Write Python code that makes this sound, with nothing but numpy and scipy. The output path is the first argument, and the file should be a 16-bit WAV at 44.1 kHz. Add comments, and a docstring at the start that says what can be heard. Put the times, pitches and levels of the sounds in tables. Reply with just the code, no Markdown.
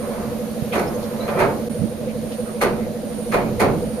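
"""A steel fuel tank scrapes along rack bars over the rumble and hiss of a gas flame.
Tanks are slid and knocked onto the rack inside a sheet-metal drying cabinet: small slips and hard
contacts ring tank and cabinet, steel squeaks on steel, and a glove rubs lightly.
A slow one-cylinder engine seems to thud outside the workshop, each firing a run of pipe tones and echoes.
A few soft bumps reach the hand-held microphone."""
import sys
import numpy as np
from scipy import signal
from scipy.fft import rfft, irfft
from scipy.io import wavfile
from scipy.ndimage import uniform_filter1d

SR = 44100
rng = np.random.default_rng(int(sys.argv[2]) if len(sys.argv) > 2 else 0)


def wrap_up_sound(samples):
    """Save the sound to the file named by the first command line argument, as 16-bit audio."""
    columns = np.atleast_2d(samples).T
    # keep every value between -1 and 1, then stretch to whole-number steps
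    tamed = np.clip(columns, -1, 1)
    steps = np.round(tamed * 32767).astype(np.int16)
    wavfile.write(sys.argv[1], SR, steps)


N = 176400


def amp(db):
    """Decibels to gain."""
    return 10 ** (np.asarray(db) / 20)


def unit(x):
    """Scale to unit rms."""
    return x / np.sqrt(np.mean(x ** 2) + 1e-20)


def at_hz(table, hz, column=1):
    """Table column interpolated over log frequency."""
    rows = np.array(table)
    return np.interp(np.log(hz + 1), np.log(rows[:, 0] + 1), rows[:, column])


def at_time(table, t):
    """Control curve interpolated at times t."""
    return np.interp(t, *np.transpose(table))


def pan(db):
    """Stereo gains for a left-minus-right level."""
    return amp(np.array([[db], [-db]]) / 2)


def add(mix, start_s, sound):
    """Mix a sound in, cropped to the mix."""
    start = round(start_s * SR)
    sound = sound[:, max(-start, 0):]
    part = mix[:, max(start, 0):][:, :sound.shape[1]]
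    part += sound[:, :part.shape[1]]


def stereo_spectra(coherence, hz, shape):
    """Partly coherent left and right noise spectra."""
    left, other = rng.standard_normal((2, *shape)) + 1j * rng.standard_normal((2, *shape))
    shared = np.clip(at_hz(coherence, hz), -1, 1)
    return np.array([left, shared * left + np.sqrt(1 - shared ** 2) * other])


# flame and room spectrum (frequency [Hz], relative density [dB])
FLAME_SPECTRUM = [(25, -19), (60, -6.5), (110, -2.5), (190, 0.5), (300, -4.5), (390, -6.5), (600, -3),
                  (850, -17), (1300, -22.5), (2000, -26), (3300, -29), (4400, -28), (5200, -32),
                  (7000, -32), (14000, -29.5)]
# flame balance (frequency [Hz], left minus right [dB])
FLAME_BALANCE = [(60, -2.5), (200, -1.5), (400, -1), (800, 0.5), (2000, -3.5), (4200, 1.5), (7000, 1),
                 (14000, -6.5)]
# flame left-right likeness (frequency [Hz], coherence [0..1])
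FLAME_COHERENCE = [(50, .3), (150, .72), (400, .62), (1000, .4), (3000, .15), (9000, 0)]
# rumble band (time [s], gain [dB])
RUMBLE_GAIN = [(0, -4), (.3, 2), (1.6, -2), (2.0, 3.5), (2.55, -2.5), (2.8, 2), (3.15, -0.5), (3.55, 7),
               (3.85, 9), (4, 0.5)]
# hiss band (time [s], gain [dB])
HISS_GAIN = [(0, 3), (.7, 3.5), (1.55, 3.5), (2.0, 1), (2.35, 2.5), (3.0, 1), (3.3, 3.5), (4, 2.5)]
# narrow sizzle band (time [s], gain [dB])
SIZZLE_GAIN = [(0, 6), (.12, 3), (.25, -3.5), (1.68, -2), (1.71, 10), (1.85, 6.5), (2.1, -0.5), (2.45, 7.5),
               (2.6, 4.5), (2.9, -2.5), (3.22, 9), (3.5, -3.5), (3.75, 1), (3.95, 7.5)]
# broad top band (time [s], gain [dB])
TOP_GAIN = [(0, 1), (.7, 3), (1.62, 1.5), (1.75, -1), (2.3, 0.5), (4, -0.5)]

def flame(rms_db=-29.5, flutter_db=.5, patch_db=1.3, size=1024):
    """Gas flame: a fluttering rumble under a thin hiss."""
    hop = size // 4
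    t = np.arange(N // hop + 5)[:, None] * hop / SR
    hz = np.fft.rfftfreq(size, 1 / SR)
    shape = (len(t), len(hz))
    patches = uniform_filter1d(rng.standard_normal(shape), size=9, axis=0)
    patches = unit(uniform_filter1d(patches, size=14, axis=1))
    flutter = unit(uniform_filter1d(rng.standard_normal(t.shape), size=8, axis=0))
    rumble_band = 1 / (1 + (hz / 226) ** 4)
    hiss_band = hz ** 2 / (hz ** 2 + 1000 ** 2)
    sizzle_band = np.exp(-((hz - 9340) / 910) ** 2)
    top_band = np.exp(-((hz - 11200) / 3700) ** 2)
    db = at_hz(FLAME_SPECTRUM, hz) + patch_db * patches * (1 - hiss_band / 2)
    db += rumble_band * (at_time(RUMBLE_GAIN, t) + flutter_db * flutter)
    db += hiss_band * at_time(HISS_GAIN, t)
    db += sizzle_band * at_time(SIZZLE_GAIN, t)
    db += top_band * at_time(TOP_GAIN, t)
    side_db = at_hz(FLAME_BALANCE, hz) / 2
    spectra = stereo_spectra(FLAME_COHERENCE, hz, shape) * amp([db + side_db, db - side_db])
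    _, noise = signal.istft(spectra.transpose(0, 2, 1), nperseg=size, noverlap=size - hop)
    return amp(rms_db) * unit(noise[:, :N])


# pipe tones and echoes of one firing
# (delay [s], frequency [Hz], Gaussian sigma [s], relative level [dB], left minus right [dB])
PIPE_TONES = [(.007, 490, .0098, -23.1, 0), (.016, 225, .0055, -28, -5), (.019, 585, .0042, -31.5, 3),
              (.038, 223, .0098, -23.4, -6), (.043, 578, .0055, -30, 0), (.059, 221, .008, -30.5, -4)]
FIRING_HZ, FIRING_JITTER_S, FIRING_SPREAD_DB = 12.546, 0.00069, 0.5
ECHO_JITTER_S, ECHO_SPREAD_DB = 0.000087, 1.56

def engine(gain_db=.5, left_lead_rad=.25, pitch_spread=.011):
    """One cylinder: each firing sends the same run of pipe tones and echoes, slightly early or late."""
    out, t = np.zeros((2, N)), np.arange(-SR // 20, SR // 20) / SR
    lead_rad = np.array([[left_lead_rad], [0]])
    for firing in range(-1, int(N / SR * FIRING_HZ) + 2):
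        late, force = rng.standard_normal(2)
        firing_s = firing / FIRING_HZ + FIRING_JITTER_S * late
        for delay_s, hz, sigma_s, db, side_db in PIPE_TONES:
            louder, later, higher = rng.standard_normal(3)
            phase = 2 * np.pi * hz * (t * (1 + pitch_spread * higher) + delay_s) + lead_rad
            tone = np.exp(-(t / sigma_s) ** 2 / 2) * np.cos(phase)
            gain = amp(gain_db + db + FIRING_SPREAD_DB * force + ECHO_SPREAD_DB * louder)
            add(out, firing_s + delay_s + t[0] + ECHO_JITTER_S * later, gain * pan(side_db) * tone)
    return out


# bumps on the microphone (time [s], frequency [Hz], relative level [dB])
MIC_BUMPS = [(0.6257, 160, -16.5), (1.797, 133, -26), (1.807, 120, -22.5), (1.821, 186, -13),
             (1.839, 196, -14), (1.849, 168, -17), (1.858, 237, -17)]

def mic_bumps(pan_db=-14, half_width_cycles=.65):
    """Dull single pressure swings, mostly at the right port."""
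    out, t = np.zeros((2, N)), np.arange(-SR // 20, SR // 20) / SR
    for time_s, hz, db in MIC_BUMPS:
        swing = -np.sin(2 * np.pi * hz * t) * np.exp(-(hz * t / half_width_cycles) ** 2)
        add(out, time_s + t[0], amp(db) * pan(pan_db) * swing)
    return out


# glove rubs (time [s], Gaussian sigma [s], centre [Hz], band sigma [octaves], level [dB])
GLOVE_RUBS = [(0.738, 0.011, 2630, 0.28, -30.5), (1.04, 0.017, 4100, .5, -43),
              (1.294, 0.01, 2280, 0.54, -37), (2.104, 0.015, 2300, 0.25, -43.5),
              (2.335, 0.017, 2930, .7, -41), (2.495, 0.025, 1310, .2, -40.5),
              (2.83, 0.029, 2060, 0.22, -45)]

def glove_rubs(grain_depth=.4, size=8192):
    """Glove on tank: short bursts of grainy noise, each in its own band."""
    out, t = np.zeros((2, N)), np.arange(-size // 2, size // 2) / SR
    hz = np.fft.rfftfreq(size, 1 / SR)
    for time_s, sigma_s, centre_hz, sigma_oct, db in GLOVE_RUBS:
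        noise = rng.standard_normal((2, size))
        grain = np.exp(grain_depth * unit(uniform_filter1d(rng.standard_normal(size), size=80)))
        band = np.exp(-(np.log2((hz + 1) / centre_hz) / sigma_oct) ** 2 / 2)
        rub = unit(irfft(rfft(noise * grain) * band))
        add(out, time_s + t[0], amp(db) * rub * np.exp(-(t / sigma_s) ** 2 / 2))
    return out


# steel-on-steel squeaks (time [s], frequency [Hz], 1/e half width [s], level [dB])
STEEL_SQUEAKS = [(0.789, 5650, 0.0088, -38), (0.882, 5330, 0.012, -39), (0.955, 6400, .009, -41),
                 (1.214, 3960, 0.012, -35.5), (1.246, 4100, 0.034, -40)]

def squeaks(linewidth_hz=50):
    """Steel catches and sings on one unsteady note."""
    out, t = np.zeros((2, N)), np.arange(-SR // 20, SR // 20) / SR
    for time_s, hz, half_s, db in STEEL_SQUEAKS:
        drift_rad = np.cumsum(rng.standard_normal((2, len(t))), 1) * np.sqrt(2 * np.pi * linewidth_hz / SR)
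        tone = np.sin(2 * np.pi * hz * t + drift_rad)
        add(out, time_s + t[0], amp(db) * np.exp(-(t / half_s) ** 2) * tone)
    return out


def rattle(t, spread_db=1.8, step_s=.002):
    """Uneven gain surges as the ring slaps between cabinet walls and loose bars."""
    knots_s = np.arange(0, t[-1] + step_s, step_s)
    return unit(amp(spread_db * np.interp(t, knots_s, rng.standard_normal(len(knots_s)))))


# dense ring of tank and cabinet (frequency [Hz], relative density [dB], t60 [s], rise [s])
SHELL_BANDS = [(30, -14, 0.67, .02), (71, -13, 0.98, 0.023), (153, -5, 1, 0.023), (284, -4, 0.74, 0.028),
               (395, -0.5, 0.77, 0.0089), (787, 0, .48, 0.008), (1340, -5, 0.43, 0.0013),
               (1790, -8, 0.33, 0.0012), (2130, -4, 0.27, 0.00082), (2690, -16, 0.39, 0.0011),
               (3600, -20.5, .28, .002), (4460, -16.5, 0.29, 0.0018), (4800, -24, 0.27, 0.0043),
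               (6800, -23, 0.18, 0.0022), (14000, -21.5, 0.17, 0.0033)]
# clearest tank modes (frequency [Hz], relative level [dB], t60 [s])
TANK_MODES = [(382, -7, .38), (425, -7, .5), (576, -3, .3), (705, -2, .36), (780, -6, .3), (1030, -4, .36),
              (1190, -3, .38), (1287, -6, .36), (1484, -7, .28), (1848, -11, .33), (2079, -10, .36),
              (2223, -9, .38), (2439, -10, .38), (2530, -15, .38)]
# tank left-right likeness (frequency [Hz], coherence [0..1])
TANK_COHERENCE = [(60, .45), (150, .85), (380, .86), (950, .48), (2400, .12), (6000, 0)]
TICK_DB, TICK_DECAY_S = -9, 0.00098
MODE_GAIN_DB, MODE_SPREAD_DB = -7.5, 2

def tank_ring(treble_db, bass_db, modes_db=0, size=32768):
    """One contact: a tick, the tank's modes, and a dense ring whose bass swells later and lasts longer."""
    t, hz = np.arange(size) / SR, np.fft.rfftfreq(size, 1 / SR)

    def tilt(f):
        return amp(treble_db * f ** 2 / (f ** 2 + 3000 ** 2) + bass_db / (1 + (f / 500) ** 2))

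    def envelope(rise_s, t60_s):
        return (1 - np.exp(-t / rise_s)) * np.exp(-np.log(1000) * t / t60_s)

    colour = unit(amp(at_hz(SHELL_BANDS, hz))) * tilt(hz)
    spectra = stereo_spectra(TANK_COHERENCE, hz, hz.shape) * colour * np.sqrt(size / 2)
    tick = unit(np.diff(irfft(spectra), prepend=0)) * np.exp(-t / TICK_DECAY_S)
    out = amp(TICK_DB) * tick
    log_centres = np.log([row[0] + 1 for row in SHELL_BANDS])
    for selector, (_, _, t60_s, rise_s) in zip(np.eye(len(SHELL_BANDS)), SHELL_BANDS):
        triangle_band = np.interp(np.log(hz + 1), log_centres, selector)
        out += irfft(spectra * triangle_band) * envelope(rise_s, t60_s)
    out *= rattle(t)
    for mode_hz, db, t60_s in TANK_MODES:
        louder, turns, skew = rng.standard_normal(3)
        right_shift_rad = skew * np.pi * (1 - at_hz(TANK_COHERENCE, mode_hz))
        phase = 2 * np.pi * (mode_hz * t + turns) + np.array([[0], [right_shift_rad]])
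        rise_s = at_hz(SHELL_BANDS, mode_hz, column=3)
        gain = amp(MODE_GAIN_DB + modes_db + db + MODE_SPREAD_DB * louder) * tilt(mode_hz)
        out += gain * envelope(rise_s, t60_s) * np.sin(phase)
    return out


# tank sliding on the bars (time [s], level [dB])
SLIDE_LEVEL = [(0, -30), (0.08, -30), (0.25, -34), (0.68, -58), (0.78, -54), (0.92, -32), (1.05, -35),
               (1.17, -32.5), (1.23, -24.5), (1.31, -25.5), (1.40, -14.5), (1.46, -29), (1.58, -58),
               (2.38, -58), (2.49, -32), (2.58, -139)]

def sliding(slips_per_s=260, spread_db=1):
    """Small uneven slips shake the tank as it is pushed along; the hand damps its modes."""
    slips = (rng.random(N) < slips_per_s / SR) * rng.choice([-1, 1], N)
    slips = slips * amp(spread_db * np.minimum(rng.exponential(1, N), 3))
    drive = unit(slips) * amp(at_time(SLIDE_LEVEL, np.arange(N) / SR))
    body = tank_ring(treble_db=-17.5, bass_db=7, modes_db=-8)
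    return signal.fftconvolve(drive[None], body / np.linalg.norm(body[0]), axes=1)[:, :N]


# tank against rack (time [s], gain [dB], treble shelf [dB], bass shelf [dB])
RACK_KNOCKS = [(0.730, -25, 4.5, 8.5), (0.753, -20, -0.5, 9.5), (0.790, -28, 7.5, 7),
               (0.828, -28.5, -43, 16.5), (1.280, -25, -8.5, 6), (1.391, -18.5, -3.5, 2),
               (1.403, -15, -11, -2), (1.435, -25.5, -6, -20), (2.6126, -15.5, 6, 8), (2.630, -34, -13, 25),
               (3.322, -19, -5, 10.5), (3.336, -17.5, -2, 8), (3.464, -36, -8, 18),
               (3.597, -18.5, 8.5, 12.5), (3.617, -16.5, -16, 6.5), (3.660, -28.5, -25, 20.5),
               (3.820, -49, -2, 4)]

def knocks(graze_db=-8.5, max_lead_s=.008):
    """The tank grazes a bar just ahead of each strike, then rings."""
    out = np.zeros((2, N))
    graze = tank_ring(treble_db=0, bass_db=-5)
    for time_s, db, treble_db, bass_db in RACK_KNOCKS:
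        add(out, time_s - max_lead_s * rng.uniform(0.44, 1), amp(db + graze_db) * graze)
        add(out, time_s, amp(db) * tank_ring(treble_db, bass_db))
    return out


def scene():
    """Tank slightly right, with engine, flame and microphone bumps."""
    tank = knocks() + sliding() + squeaks() + glove_rubs()
    return tank * pan(db=-1) + engine() + flame() + mic_bumps()


# microphone port response (frequency [Hz], left gain [dB], right gain [dB])
PORT_RESPONSE = [(2780, -1, 0), (7030, 1, -1), (7720, -10.5, -7), (8770, -38, 2), (8480, -29, 8),
                 (9580, -4.5, 7.5), (10600, -7, -2), (11700, -6, 1.5), (13200, -2.5, -5), (14200, -4, -6)]
DIP_AT_S, DIP_HALF_S, DIP_DB = 1.691, .005, -16
CUTOFF_HZ = 14400

def record(dry):
    """Each port colours the treble, the level dips once, and a low-pass limits the band."""
    hz, t = np.fft.rfftfreq(2 * N, 1 / SR), np.arange(N) / SR
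    port_gains = amp([at_hz(PORT_RESPONSE, hz, column) for column in (1, 2)])
    coloured = irfft(rfft(dry, 2 * N) * port_gains)[:, :N]
    dip = amp(DIP_DB * np.exp(-((t - DIP_AT_S) / DIP_HALF_S) ** 4))
    lowpass = signal.firwin(401, CUTOFF_HZ, window=("kaiser", 9), fs=SR)
    return signal.oaconvolve(coloured * dip, lowpass[None], "same")


dry = scene()
out = record(dry)
wrap_up_sound(out)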